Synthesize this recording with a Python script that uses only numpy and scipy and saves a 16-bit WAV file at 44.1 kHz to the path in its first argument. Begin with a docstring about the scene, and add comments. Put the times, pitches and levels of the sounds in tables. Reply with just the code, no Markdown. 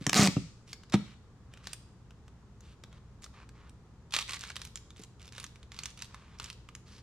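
"""Clear tape pulled off a plastic desk dispenser and snapped on its cutter, in a small office.
The glue sticks and slips; each slip cracks the tape and rings the dispenser, which rocks on the desk.
Fingers then loop the strip, pick a wrapped sweet from a pile and press it on a paper card.
Film facets buckle and tick, sliding films catch in tiny grains, and the ventilation hums throughout."""
import sys
import numpy as np
from scipy import signal
from scipy.fft import rfft, irfft
from scipy.io import wavfile

SR = 44100
rng = np.random.default_rng(int(sys.argv[2]) if len(sys.argv) > 2 else 0)


def bounce(signal):
    """Save signal as a 16-bit WAV file at the path given by the first command-line argument."""
    frames = np.transpose(np.atleast_2d(signal))
    limited = np.clip(frames, -1, 1)
    pcm = np.round(limited * 32767).astype(np.int16)
    wavfile.write(sys.argv[1], SR, pcm)


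N = 309582

# Ventilation air. Each row: frequency in Hz, relative spectral density in dB.
AIR_SPECTRUM = [(20, -13.5), (40, -8.5), (55, 0), (75, -0.5), (120, -4), (200, -6.5), (270, -15.5),
                (450, -17.5), (600, -25.5), (1100, -23.5), (2200, -34.5), (4000, -37.5), (7000, -39),
                (16000, -64.5)]
# Ventilation motor. Each row: frequency in Hz, RMS level in dB.
MOTOR_HUM = [(59.2, -61.5), (118.4, -62)]
# Fingers on tape and paper. Each row: start and end in seconds, level in dB, tilt in dB/octave.
FINGER_STROKES = [(0, 0.078, -54.5, -0.5), (0.663, 0.757, -59, 2), (1.031, 1.157, -62, -2.5),
                  (1.499, 1.67, -66, -4), (1.623, 1.762, -57.5, -0.5), (2.605, 2.757, -65.5, -1.5),
                  (2.904, 2.997, -65.5, -4.5), (3.214, 3.269, -56.5, 2.5), (3.322, 3.458, -58.5, -6),
                  (3.527, 3.717, -64, -6), (6.044, 6.43, -63, -5), (6.847, 7.024, -60, -1)]
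# Radiation of wrapper film, also used for all rubbing. Each row: frequency in Hz, gain in dB.
WRAPPER_SPECTRUM = [(150, -26.5), (400, -3.5), (750, -7), (1100, 3.5), (1500, 1), (2500, 3.5), (4000, 2.5),
                    (6000, 0), (8000, -3), (10000, -8), (13000, -18), (16000, -34.5)]
# Radiation of tape. Each row: frequency in Hz, gain in dB.
TAPE_SPECTRUM = [(70, -21), (300, 4), (1000, 5), (1500, 5), (4000, 0), (6000, 1.5), (8000, -2),
                 (10000, -11), (13000, -17.5), (16000, -26.5)]
# Dispenser and desk. Each row: frequency in Hz at pitch ratio 1, relative level in dB, T60 in seconds.
DISPENSER_MODES = [(140.9, -7, 0.088), (191.6, -0.5, 0.081), (195, -11.5, .2), (239, -3.5, 0.052),
                   (324, 0, 0.056), (430, -8.5, .07), (590, -6.5, 0.054), (735, 0.5, 0.037),
                   (1174, -5.5, 0.069), (1264, 2.5, 0.035), (1800, -16, .04), (2340, -8.5, .04),
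                   (2688, -1, 0.055), (3640, -6.5, 0.021)]
# Tape tugging the dispenser. Each row: start in seconds, peak in dB.
TAPE_TUGS = [(0.012, -32), (0.0716, -21), (0.1932, -13), (0.2229, -16), (0.284, -20)]
# Lone slips around the fast pull. Each row: start in seconds, energy in dB, ring in Hz, tilt in dB/octave.
LONE_SLIPS = [(0.0658, 0, 6370, 0), (0.0944, -1.5, 5880, 0.5), (0.1305, 1, 2697, 0.5), (0.143, -1, 4420, 1),
              (0.2727, 0.5, 4130, -1)]
# Course of the fast pull. Each row: time in seconds, slips per second, slip energy in dB.
FAST_PULL = [(0.151, 150, -4), (0.162, 220, -2.8), (0.174, 244, -1), (0.197, 205, -3), (0.234, 195, -3),
             (.268, 182, -6)]
# Dispenser landings. Each row: thud time in seconds, peak in dB, pitch ratio, edge lead in seconds.
LANDINGS = [(0.3672, -15.5, 0.854, 0.00094), (.9418, -9, 1.05, 0.00322)]
# Strip on cutter and fingers. 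Each row: start in seconds, energy in dB, ring in Hz.
STRIP_TICKS = [(.73, -14.5, 5230), (0.8343, -30.5, 3500), (.8975, -30, 3870), (1.5369, -27, 3000),
               (1.573, -31, 2960), (1.6703, -13.5, 4170), (1.7315, -12.5, 8800), (2.107, -32.5, 2830),
               (2.2796, -33, 2870), (2.606, -33, 6810), (2.8367, -23.5, 3500), (2.9277, -34, 3280),
               (3.2343, -29.5, 3460), (3.2415, -21, 5500), (3.2616, -27.5, 1255), (3.4903, -32, 4370),
               (3.694, -34, 8930)]
# Big creases of wrappers and card. Each row: start in seconds, energy in dB, ring in Hz.
BIG_CREASES = [(4.1083, -29, 4000), (4.1384, -4, 4300), (4.147, -7, 3580), (4.1644, -2, 1900),
               (4.188, -4.5, 3180), (4.2252, -15, 3600), (4.294, -12.5, 2800), (4.3335, -11.5, 3480),
               (4.4093, -18, 7260), (4.437, -15, 1580), (4.5028, -16, 1480), (4.5569, -18.5, 5240),
               (4.565, -12, 3800), (4.6168, -15.5, 4630), (4.6505, -19.5, 11400), (4.757, -13.5, 7000),
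               (4.7735, -22, 5450), (4.9049, -27.5, 3480), (5.036, -23, 7250), (5.3232, -26, 6500),
               (5.3809, -17.5, 2000), (5.3995, -18, 9600), (5.4414, -16, 6600), (5.558, -30, 1180),
               (5.6297, -29.5, 2450), (5.7186, -22.5, 2150), (5.7893, -12.5, 4230), (5.8349, -14, 6940),
               (5.8569, -11, 6000), (6.0217, -13, 4900), (6.1445, -20, 1050), (6.3989, -13.5, 1130),
               (6.4423, -17, 7000), (6.501, -16.5, 2660), (6.6885, -23.5, 1180), (6.7512, -19, 6860)]
# Fingers squeezing a wrapper. Each row: start and end in seconds, grip level in dB.
SQUEEZES = [(4.116, 4.231, -37.5), (4.272, 4.381, -42.5), (4.39, 4.522, -49.5), (4.576, 4.681, -62),
            (4.956, 5.05, -62.5), (5.19, 5.297, -62), (5.319, 5.471, -54.5), (5.698, 5.93, -56.5),
            (5.966, 6.061, -56), (6.37, 6.531, -53.5)]
# Office reverberation. Each row: band centre in Hz, level in dB, T60 in seconds.
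ROOM_BANDS = [(57.8, -16.5, 0.94), (140, -11, 0.39), (350, -15, 0.25), (1003.5, -12, 0.32),
              (2013, -12.5, 0.54), (3780, -9, 0.56), (7000, -13.5, 0.65), (16000, -8.5, 0.26)]
# Reflections off desk and files. Each row: delay in seconds, linear gain.
NEAR_ECHOES = [(.0025, 0.049), (.0098, 0.14)]


def undb(db):
    """Decibels to gain."""
    return 10 ** (np.asarray(db) / 20)


def add(out, start_s, sound):
    """Mix a sound in at start_s."""
    i = max(int(start_s * SR), 0)
    part = sound[..., :max(N - i, 0)]
    out[..., i:i + part.shape[-1]] += part


def bins_hz(size):
    """FFT frequencies, floored at 1 Hz."""
    return np.maximum(np.arange(size // 2 + 1) * SR / size, 1)


def contour(points, hz):
    """Interpolate (Hz, value) points over log frequency."""
    knots_hz, values = np.transpose(points)
    return np.interp(np.log(hz), np.log(knots_hz), values)


def minimum_phase(gain_db, size):
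    """Spectrum with these gains that rings only after the blow."""
    cepstrum = irfft(np.log(undb(gain_db)), size)
    cepstrum[1:size // 2] *= 2
    cepstrum[size // 2 + 1:] = 0
    return np.exp(rfft(cepstrum))


def stereo(mid, side, hz, left_lag_s, apart_hz=23000, right_db=1.5, min_spread=.11):
    """Spectra at two close points: alike in the bass, less related and more panned in the treble."""
    spread = np.clip(hz / apart_hz, min_spread, 1)
    lean = undb(right_db * spread)
    left = (mid + spread * side) * np.exp(-2j * np.pi * hz * left_lag_s) / lean
    right = (mid - spread * side) * lean
    return np.array([left, right]) / np.sqrt(1 + spread ** 2)


def ventilation(air_db=-55):
    """Low steady rush of air over the motor's hum."""
    hz, t = bins_hz(N), np.arange(N) / SR
    mid, side = rfft(rng.standard_normal((2, N)))
    spectra = stereo(mid, side, hz, 0, apart_hz=2980, right_db=-0.5, min_spread=0.16)
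    air = irfft(spectra * undb(contour(AIR_SPECTRUM, hz)), N)
    hum = sum(undb(db) * np.sqrt(2) * np.sin(2 * np.pi * (hum_hz * t + rng.random()))
              for hum_hz, db in MOTOR_HUM)
    return air * undb(air_db) / np.sqrt(np.mean(air ** 2)) + hum


def facet(film, size, ring_hz, tilt_db_oct, ring_db=7.5, width_oct=0.16, leak=0.18):
    """Response of one film facet: a resonance, and bass lost as air slips round it."""
    hz = bins_hz(size)
    resonance_db = ring_db / (1 + (np.log2(hz / ring_hz) / width_oct) ** 2)
    leak_db = -10 * np.log10(1 + (leak * ring_hz / hz) ** 2)
    slope_db = tilt_db_oct * np.log2(np.maximum(hz, 800))
    return minimum_phase(contour(film, hz) + resonance_db + leak_db + slope_db, size)


def rub(length_s, db, tilt_db_oct, spread_oct=1.46, grains_per_s=220, scatter_db=0.5, facets=5):
    """Sliding films catch in tiny grains on a few facets, each with its own pitch."""
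    size = 16384
    hz = bins_hz(size)
    stroke = signal.windows.tukey(int(np.clip(length_s * SR, 64, size)), 0.42)
    swish = undb(-54 - db / 2)  # a lighter touch glides more smoothly
    spectra = 0
    # duller strokes move larger, lower facets
    for ring_hz in 3200 * 2 ** (tilt_db_oct / 6 + spread_oct * rng.uniform(-1, 1, facets)):
        caught = rng.random(size) < grains_per_s / SR
        strength = caught * undb(scatter_db * np.minimum(rng.exponential(size=size), 4)) + swish
        grains = strength * rng.standard_normal((2, size))
        mid, side = rfft(grains[:, :len(stroke)] * stroke, size)
        colour = facet(WRAPPER_SPECTRUM, size, ring_hz, tilt_db_oct)
        spectra = spectra + stereo(mid, side, hz, left_lag_s=35e-6) * colour
    sound = irfft(spectra)
    return sound * undb(db) * np.sqrt(2 * np.sum(stroke ** 2) / np.sum(sound ** 2))


def finger_strokes():
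    """Light strokes leave the film flat, so its facets ring closer in pitch."""
    out = np.zeros((2, N))
    for start_s, end_s, db, tilt_db_oct in FINGER_STROKES:
        add(out, start_s, rub(end_s - start_s, db, tilt_db_oct, spread_oct=1.0))
    return out


def knock(pitch_ratio, contact_s=0.0023, low_cut_hz=140):
    """Dispenser and desk modes after one push, peak 1; longer contact is duller."""
    t = np.arange(SR // 2) / SR
    modes = sum(undb(db) * np.sin(2 * np.pi * hz * pitch_ratio * t) * np.exp(-np.log(1000) * t / t60_s)
                for hz, db, t60_s in DISPENSER_MODES)
    push = np.sin(np.pi * np.minimum(t / contact_s, 1)) * np.exp(-t / contact_s)
    # a small body radiates no deep bass
    radiation = signal.butter(3, low_cut_hz, "high", fs=SR, output="sos")
    sound = signal.sosfilt(radiation, signal.fftconvolve(modes, push)[:len(t)])
    return sound / np.abs(sound).max()


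def dispenser_rocking():
    """Each tug rocks the dispenser on its soft feet."""
    out = np.zeros((2, N))
    for start_s, db in TAPE_TUGS:
        add(out, start_s, undb(db) * knock(pitch_ratio=0.86))
    return out


def snap(film, energy_db, ring_hz, tilt_db_oct, fall_s, flutter_gain, left_lag_s=0):
    """A film facet jumps: sharp crack, then weaker flutter."""
    size, rise_s, flutter_s = 2048, 0.00052, 0.0037
    t = np.arange(size) / SR
    rise = 1 - np.exp(-t / rise_s)  # softens the start of each click
    fall = np.exp(-t / fall_s) + flutter_gain * np.exp(-t / flutter_s)
    mid, side = rfft(rng.standard_normal((2, size)) * rise * fall)
    spectra = stereo(mid, side, bins_hz(size), left_lag_s)
    sound = irfft(spectra * facet(film, size, ring_hz, tilt_db_oct))
    return sound * undb(energy_db) / np.sqrt(np.sum(sound ** 2) / 2)


def tape_pull(jitter=.06, scatter_db=0.5, lone_shake_db=-27, fast_shake_db=-19):
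    """Glue sticks and slips at the hand's pace; each slip cracks the tape and rings the dispenser."""
    out = np.zeros((2, N))
    shake = knock(pitch_ratio=0.99, contact_s=0.00047)
    for start_s, db, ring_hz, tilt_db_oct in LONE_SLIPS:
        add(out, start_s, snap(TAPE_SPECTRUM, db, ring_hz, tilt_db_oct, fall_s=0.0016, flutter_gain=.1))
        add(out, start_s, shake * undb(db + lone_shake_db))
    times_s, slips_per_s, energies_db = np.transpose(FAST_PULL)
    start_s = times_s[0]
    for late, loud, high in rng.standard_normal((32, 3)):
        db = np.interp(start_s, times_s, energies_db) + scatter_db * loud
        ring_hz = 4500 * 2 ** (.5 * high)
        crack = snap(TAPE_SPECTRUM, db, ring_hz, tilt_db_oct=0.54, fall_s=0.002, flutter_gain=.5)
        if start_s < times_s[-1]:
            add(out, start_s, crack)
            add(out, start_s, shake * undb(db + fast_shake_db))
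        start_s += (1 + jitter * late) / np.interp(start_s, times_s, slips_per_s)
    return out


def dispenser_landings(edge_db=-13, settle_db=-15, settle_s=0.0166):
    """The dispenser drops back after pull and cut: a hard edge clicks, the body thuds, then settles."""
    out = np.zeros((2, N))
    for thud_s, db, pitch_ratio, lead_s in LANDINGS:
        add(out, thud_s - lead_s, undb(db + edge_db) * knock(1.01, contact_s=0.00021))
        add(out, thud_s, undb(db) * knock(pitch_ratio))
        add(out, thud_s + settle_s, undb(db + settle_db) * knock(0.93, contact_s=0.0044))
    return out


def tape_tick(db, ring_hz):
    """One snap of soft tape; smaller facets ring higher and brighter."""
    tilt_db_oct = 1.6 * np.log2(ring_hz / 4540)
    return snap(TAPE_SPECTRUM, db, ring_hz, tilt_db_oct, fall_s=0.0024, flutter_gain=.19, left_lag_s=1e-5)


def tape_cut(cut_s=.9399, last_db=-3, last_hz=830, last_gap_s=.0018, step_db=7, step_oct=0.42):
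    """The strip scrapes, then tears tooth by tooth: faster, louder, lower. The last rings the dispenser."""
    out = np.zeros((2, N))
    for teeth_left in range(4):
        tear = tape_tick(last_db - step_db * teeth_left, last_hz * 2 ** (step_oct * teeth_left))
        add(out, cut_s - last_gap_s * teeth_left ** 2, tear)
    add(out, cut_s, undb(last_db - 15) * knock(1.01, contact_s=0.00035))
    add(out, cut_s - .021, rub(length_s=.042, db=-38, tilt_db_oct=-1.5))
    return out


def crease(db, ring_hz):
    """One snap of stiffer wrapper film: a shorter crack than the tape's."""
    tilt_db_oct = 1.1 * np.log2(ring_hz / 4420)
    return snap(WRAPPER_SPECTRUM, db, ring_hz, tilt_db_oct,
                fall_s=0.00042, flutter_gain=.19, left_lag_s=3e-5)


def wrapper_squeezes(usual_db=-53, scatter_db=2.5, centre_hz=4600, spread_oct=0.83, creases=9):
    """Each squeeze rubs the wrapper and tips small creases unevenly; firmer is louder, its rub brighter."""
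    out = np.zeros((2, N))
    for start_s, end_s, db in SQUEEZES:
        length_s, grip_db = end_s - start_s, db - usual_db
        add(out, start_s, rub(length_s, db - 1.5, tilt_db_oct=-1.9 + 0.1 * grip_db))
        times_s = start_s + length_s * (np.arange(creases) + rng.random(creases)) / creases
        for time_s, (loud, high) in zip(times_s, rng.standard_normal((creases, 2))):
            crease_db = -28 + 0.61 * grip_db + scatter_db * loud
            add(out, time_s, crease(crease_db, centre_hz * 2 ** (spread_oct * high)))
    return out


def sweet_tap(start_s=4.996, peak_db=-41):
    """A sweet taps the desk, higher than the dispenser."""
    out = np.zeros((2, N))
    add(out, start_s, undb(peak_db) * knock(pitch_ratio=2.3))
    return out


def place_snaps(events, sound):
    """One film snap per table row."""
    out = np.zeros((2, N))
    for start_s, db, ring_hz in events:
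        add(out, start_s, sound(db, ring_hz))
    return out


def office(dry, build_s=0.0041):
    """Near surfaces echo at once; a diffuse tail follows, longest in the deep bass."""
    hz, t = bins_hz(SR), np.arange(SR) / SR
    mid, side = rfft(rng.standard_normal((2, SR)))
    diffuse = stereo(mid, side, hz, 0, apart_hz=2500, right_db=-1, min_spread=.35)
    centres_hz = [row[0] for row in ROOM_BANDS]
    response = np.zeros((2, SR))
    for share, (_, db, t60_s) in zip(np.eye(len(ROOM_BANDS)), ROOM_BANDS):
        fade = np.exp(-np.log(1000) * t / t60_s) * (1 - np.exp(-t / build_s))
        band = irfft(diffuse * np.interp(np.log(hz), np.log(centres_hz), share), SR)
        response += undb(db) * band * fade / np.sqrt(np.sum(fade ** 2))
    for delay_s, gain in NEAR_ECHOES:
        response[:, int(delay_s * SR)] += gain
    return dry + signal.fftconvolve(dry, response, axes=1)[:, :N]


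def scene(wrapper_right_db=1.5):
    """Tape, knocks and wrappers in the office, over the ventilation."""
    tape = tape_pull() + tape_cut() + place_snaps(STRIP_TICKS, tape_tick) + finger_strokes()
    knocks = dispenser_rocking() + dispenser_landings() + sweet_tap()
    wrappers = place_snaps(BIG_CREASES, crease) + wrapper_squeezes()
    pan = undb(wrapper_right_db * np.array([[-.5], [.5]]))
    return office(tape + knocks + wrappers * pan) + ventilation()


def record(dry, top_hz=16300):
    """Steep low-pass on the top treble."""
    return signal.sosfilt(signal.ellip(8, .2, 70, top_hz, fs=SR, output="sos"), dry)


dry = scene()
out = record(dry)
bounce(out)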